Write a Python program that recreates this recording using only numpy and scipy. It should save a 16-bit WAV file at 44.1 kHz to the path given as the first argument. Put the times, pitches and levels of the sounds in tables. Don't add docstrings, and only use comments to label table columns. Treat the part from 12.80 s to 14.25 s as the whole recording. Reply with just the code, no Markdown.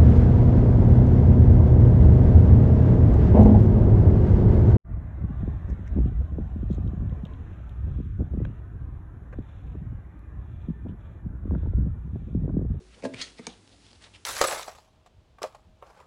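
import sys
import numpy as np
from scipy import signal
from scipy.fft import rfft, irfft, next_fast_len
from scipy.io import wavfile

SR = 44100
rng = np.random.default_rng(int(sys.argv[2]) if len(sys.argv) > 2 else 0)


def int16_out(signal):
    q = np.round(np.clip(np.atleast_2d(signal).T, -1, 1) * 32767)
    wavfile.write(sys.argv[1], SR, q.astype(np.int16))


N = 63945

# (frequency [Hz], relative level [dB])
AIR_COLOUR = [(20, -18), (45, -19), (100, -3.5), (160, -0.5), (280, 1.5), (500, -8.5), (1000, -11),
              (2000, -14), (4500, -14), (7500, -17.5), (10500, -21.5)]
# (time [s], level [dB])
DEEP_HUM_LEVEL = [(0, -55.5), (.2, -58.5), (.23, -66), (.32, -75), (.36, -62), (.53, -60), (.65, -70),
                  (.72, -56), (.8, -71.5), (.9, -67), (1.44, -63.5)]
# (time [s], level [dB])
RIM_CONTACT = (0.00098, -45.5)
# (time [s], thump level [dB], dull above [Hz], crunch level [dB])
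PAW_LANDINGS = [(0.2240, -43.5, 825, -44), (0.2349, -27.5, 563, -40), (0.2497, -25, 1410, -35),
                (0.3375, -29.5, 127, -38.5)]
# (time [s], knock level [dB], dull above [Hz], tick level [dB])
WALL_KNOCKS = [(0.5897, -37, 680, -49), (0.6685, -36.5, 2220, -20)]
# (frequency [Hz], relative level [dB], t60 [s])
TRAY_RIM_MODES = [(368.5, -3.5, 0.22), (433, -3, 0.085)]
TRAY_FLOOR_MODES = [(112.8, -4, 0.13), (185, -21.5, 0.1), (255.4, -6, 0.27), (267, -13.5, 0.62),
                    (317.5, -14, 0.19), (361.3, -19.5, 0.54), (455.5, -8, 0.132), (534.6, 4.5, 0.041),
                    (575.6, -8, 0.26), (651, -10, 0.21), (858, -10.5, 0.064), (1029, -16.5, 0.11),
                    (1640, -7, 0.077)]
TRAY_WALL_MODES = [(188.3, -15.5, .55), (248, -0.5, 0.091), (315, -8, 0.14), (447, -2, 0.069),
                   (482, -5, .05), (670, -1.5, 0.024), (938, -3, 0.034), (1200, -2.5, 0.021),
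                   (2280, 7, 0.033)]
# (peak time [s], level [dB], rise [s], fall [s], centre [Hz], width [octaves])
LITTER_SCUFFS = [(0.149, -56, 0.031, 0.009, 2600, 0.68), (0.200, -56.5, 0.045, 0.02, 900, 2.6),
                 (0.2417, -45, 0.0016, 0.0062, 4630, 0.95), (0.255, -41.5, 0.0044, 0.0075, 3540, 1.4),
                 (0.339, -41, 0.00093, 0.0052, 2170, 0.35), (0.3437, -35.5, 0.00052, 0.0027, 2280, 0.45),
                 (0.372, -52.5, 0.03, 0.031, 2600, 0.88), (0.407, -38, 0.024, 0.014, 2940, 0.69),
                 (0.447, -52.5, .012, 0.079, 4300, 0.59), (0.479, -52.5, 0.018, 0.019, 2400, 0.39),
                 (0.585, -54, 0.012, 0.011, 4200, .4), (0.593, -47.5, 0.011, 0.0074, 2130, 0.16),
                 (0.644, -54.5, 0.032, 0.058, 2440, 0.89), (0.699, -52.5, 0.012, 0.041, 3520, 0.35),
                 (0.930, -59.5, 0.024, 0.023, 3940, 0.42), (1.062, -58, 0.045, 0.039, 3840, 0.65),
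                 (1.109, -59, 0.0092, 0.012, 3900, .6), (1.157, -57.5, 0.012, 0.0087, 3870, 0.68),
                 (1.224, -52.5, 0.011, 0.023, 3070, 1.12), (1.241, -45.5, 0.0025, 0.0084, 3360, 0.57),
                 (1.266, -52, 0.016, 0.014, 1820, 1.16), (1.340, -52.5, 0.0031, 0.011, 3050, 0.17),
                 (1.35, -51, 0.005, 0.007, 2700, 0.3), (1.361, -52.5, 0.018, 0.011, 3240, 0.68)]
# (time [s], level [dB], width [s], centre [Hz])
BODY_BUMPS = [(0.179, -60, 0.021, 445), (0.352, -47.5, 0.022, 104.5), (0.405, -61.5, 0.035, 160),
              (0.935, -64.5, 0.033, 626), (1.056, -60, 0.028, 97), (1.172, -56, 0.022, 81),
              (1.275, -64, 0.0088, 646), (1.385, -64.5, 0.047, 87)]
# (time [s], length [s], level [dB])
CLAW_RAKE = (0.4125, 0.0082, -30)
# (frequency [Hz], width [Hz], relative level [dB])
RAKE_RESONANCES = [(1328, 27, -7.5), (1880, 160, -3), (2320, 200, -6.5), (3320, 37, 1.5), (3230, 83, -2.5),
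                   (4390, 245, 3), (5070, 25, -23), (4990, 86, -1), (6150, 710, -7), (8650, 940, -18)]
# (delay [s], relative level [dB])
TICK_ECHOES = [(.0032, -16), (.0075, -23.5), (0.0133, -26)]
# (time [s], level [dB])
GRANULE_DROPS = [(0.8757, -46.5), (0.893, -50.5), (1.066, -48), (1.114, -46.5), (1.131, -46)]
# (frequency [Hz], relative level [dB])
LITTER_COLOUR = [(100, 14.5), (400, 12.5), (900, 9.5), (1400, 5.5), (2200, 4.5), (4500, 4), (7000, -1.5),
                 (9000, 2), (11000, -11)]
CRUNCH_COLOUR = [(60, -42), (250, 15), (700, 12), (1300, -5), (2300, 9), (3500, -6.5), (6000, -4.5),
                 (9000, -18), (11000, -25)]
TICK_COLOUR = [(60, -45), (250, -18), (900, 3.5), (1600, -8), (2400, -2), (3500, -5.5), (5000, -2),
               (6300, 3.5), (7600, -10.5), (9000, -0.5), (11000, -30)]
GRANULE_COLOUR = [(300, 7), (1500, -14.5), (3000, 0.5), (5000, -1), (7000, -9.5), (11000, -20)]
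# (frequency [Hz], t60 [s])
ROOM_DECAY = [(100, 0.48), (400, 0.55), (1500, 0.28), (4500, 0.19), (10000, 0.31)]

BEND_DELAY_S, BEND_LEAD_S = 0.006, 0.0035
BASS_LEAK_HZ = 135
LITTER_ROOM_DB, CLICK_ROOM_DB, TRAY_ROOM_DB = -8.5, -7, -14.5


def amp(db):
    return 10 ** (np.asarray(db) / 20)


def unit(x):
    return x / np.sqrt(np.mean(x ** 2) + 1e-20)


def read(points, hz):
    f, value = np.transpose(points)
    return np.interp(np.log(hz + 1), np.log(f + 1), value)


def shaped(x, response):
    size = next_fast_len(2 * N)
    return irfft(rfft(x, size) * response(np.fft.rfftfreq(size, 1 / SR)), size)[:N]


def noise(response):
    return unit(shaped(rng.standard_normal(N), response))


def hump(f, centre_hz, octaves):
    return np.exp(-0.5 * (np.log2((f + 1) / centre_hz) / octaves) ** 2)


def lowpass(f, cutoff_hz):
    return (1 + (f / cutoff_hz) ** 4) ** -0.5


def since(s):
    return np.arange(N) / SR - s


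def hum(hz, waver=0.4, waver_hz=11):
    slow = lambda f: np.exp(-(f / waver_hz) ** 2)
    swell, slip = waver * noise(slow), waver * noise(slow)
    return unit((1 + swell) * np.sin(2 * np.pi * hz * since(0) + slip))


def room_tone():
    air = amp(-60.5) * noise(lambda f: amp(read(AIR_COLOUR, f)))
    deep_db = np.interp(since(0), *np.transpose(DEEP_HUM_LEVEL))
    return air + amp(deep_db) * hum(hz=56) + amp(-66.5) * hum(hz=99.2)


def paw_blow(s, db, modes, dull_hz):
    t = np.maximum(since(s), 0)
    ring = sum(amp(level - 60 * t / t60) * np.sin(2 * np.pi * hz * t) for hz, level, t60 in modes)
    bend = lambda f: np.exp(2j * np.pi * (f * BEND_LEAD_S - 2 * BEND_DELAY_S * np.sqrt(1000 * f)))
    bass_leak = lambda f: (1 + (BASS_LEAK_HZ / (f + 1)) ** 12) ** -0.5
    return amp(db) * shaped(ring, lambda f: bend(f) * lowpass(f, dull_hz) * bass_leak(f))


def tray():
    rim = paw_blow(*RIM_CONTACT, TRAY_RIM_MODES, dull_hz=900)
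    floor = sum(paw_blow(s, db, TRAY_FLOOR_MODES, hz) for s, db, hz, _ in PAW_LANDINGS)
    wall = sum(paw_blow(s, db, TRAY_WALL_MODES, hz) for s, db, hz, _ in WALL_KNOCKS)
    return rim + floor + wall


def grains(per_s=9000, spread_db=2.5):
    size = amp(spread_db * np.minimum(rng.exponential(1, N), 4))
    return size * rng.choice([-1, 1], N) * (rng.random(N) < per_s / SR)


def scuff(s, db, rise_s, fall_s, centre_hz, octaves, skirt_db=-13.5):
    t = since(s)
    colour = lambda f: (hump(f, centre_hz, octaves) + amp(skirt_db)) * amp(read(LITTER_COLOUR, f))
    envelope = np.exp(-abs(t) / np.where(t < 0, rise_s, fall_s))
    return amp(db) * envelope * unit(shaped(grains(), colour))


def body_bump(s, db, width_s, centre_hz):
    envelope = np.exp(-(since(s) / width_s) ** 2)
    return amp(db) * envelope * noise(lambda f: hump(f, centre_hz, octaves=0.26))


def burst(s, db, colour, decay_s):
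    t = since(s)
    envelope = (t >= 0) * np.exp(-abs(t) / decay_s)
    return amp(db) * envelope * noise(lambda f: amp(read(colour, f)))


def litter_crunch():
    return sum(burst(s, db, CRUNCH_COLOUR, decay_s=0.0057) for s, _, _, db in PAW_LANDINGS)


def claw_rake(s, length_s, db, rise_s=0.0026, fall_s=0.013):
    t = since(s)
    power = lambda f: sum(amp(level) ** 2 / (1 + (2 * (f - hz) / width) ** 2)
                          for hz, width, level in RAKE_RESONANCES)
    envelope = np.clip(t / rise_s, 0, 1) * np.exp(-np.maximum(t - length_s, 0) / fall_s)
    return amp(db) * envelope * unit(shaped(grains(), lambda f: np.sqrt(power(f))))


def claw_ticks(decay_s=0.0013):
    direct = sum(burst(s, db, TICK_COLOUR, decay_s) for s, _, _, db in WALL_KNOCKS)
    echoes = sum(burst(s + delay_s, db + echo_db, TICK_COLOUR, decay_s)
                 for s, _, _, db in WALL_KNOCKS for delay_s, echo_db in TICK_ECHOES)
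    return direct + echoes


def stray_granules():
    return sum(burst(s, db, GRANULE_COLOUR, decay_s=0.0015) for s, db in GRANULE_DROPS)


def tiled_room(x, delay_s=0.0024):
    hz, t, spectrum = signal.stft(rng.standard_normal(SR // 2), SR, nperseg=256)
    decay = amp(-60 * t / read(ROOM_DECAY, hz)[:, None])
    tail = signal.istft(spectrum * decay, SR, nperseg=256)[1]
    tail *= np.clip(np.arange(len(tail)) / SR / delay_s - 1, 0, 1)
    return signal.fftconvolve(x, tail / np.linalg.norm(tail))[:N]


def scene():
    thumps = tray()
    clicks = litter_crunch() + claw_ticks() + stray_granules()
    litter = claw_rake(*CLAW_RAKE) + sum(scuff(*row) for row in LITTER_SCUFFS)
    bumps = sum(body_bump(*row) for row in BODY_BUMPS)
    dulled = shaped(clicks, lambda f: lowpass(f, cutoff_hz=5300))
    send = amp(LITTER_ROOM_DB) * litter + amp(CLICK_ROOM_DB) * dulled + amp(TRAY_ROOM_DB) * thumps
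    return (thumps + clicks + litter + bumps + tiled_room(send) + room_tone())[None]


def record(dry, edge_hz=10750):
    band_limit = signal.firwin(401, edge_hz, window=("kaiser", 8), fs=SR)
    return signal.oaconvolve(dry, band_limit[None], "same")


dry = scene()
out = record(dry)
int16_out(out)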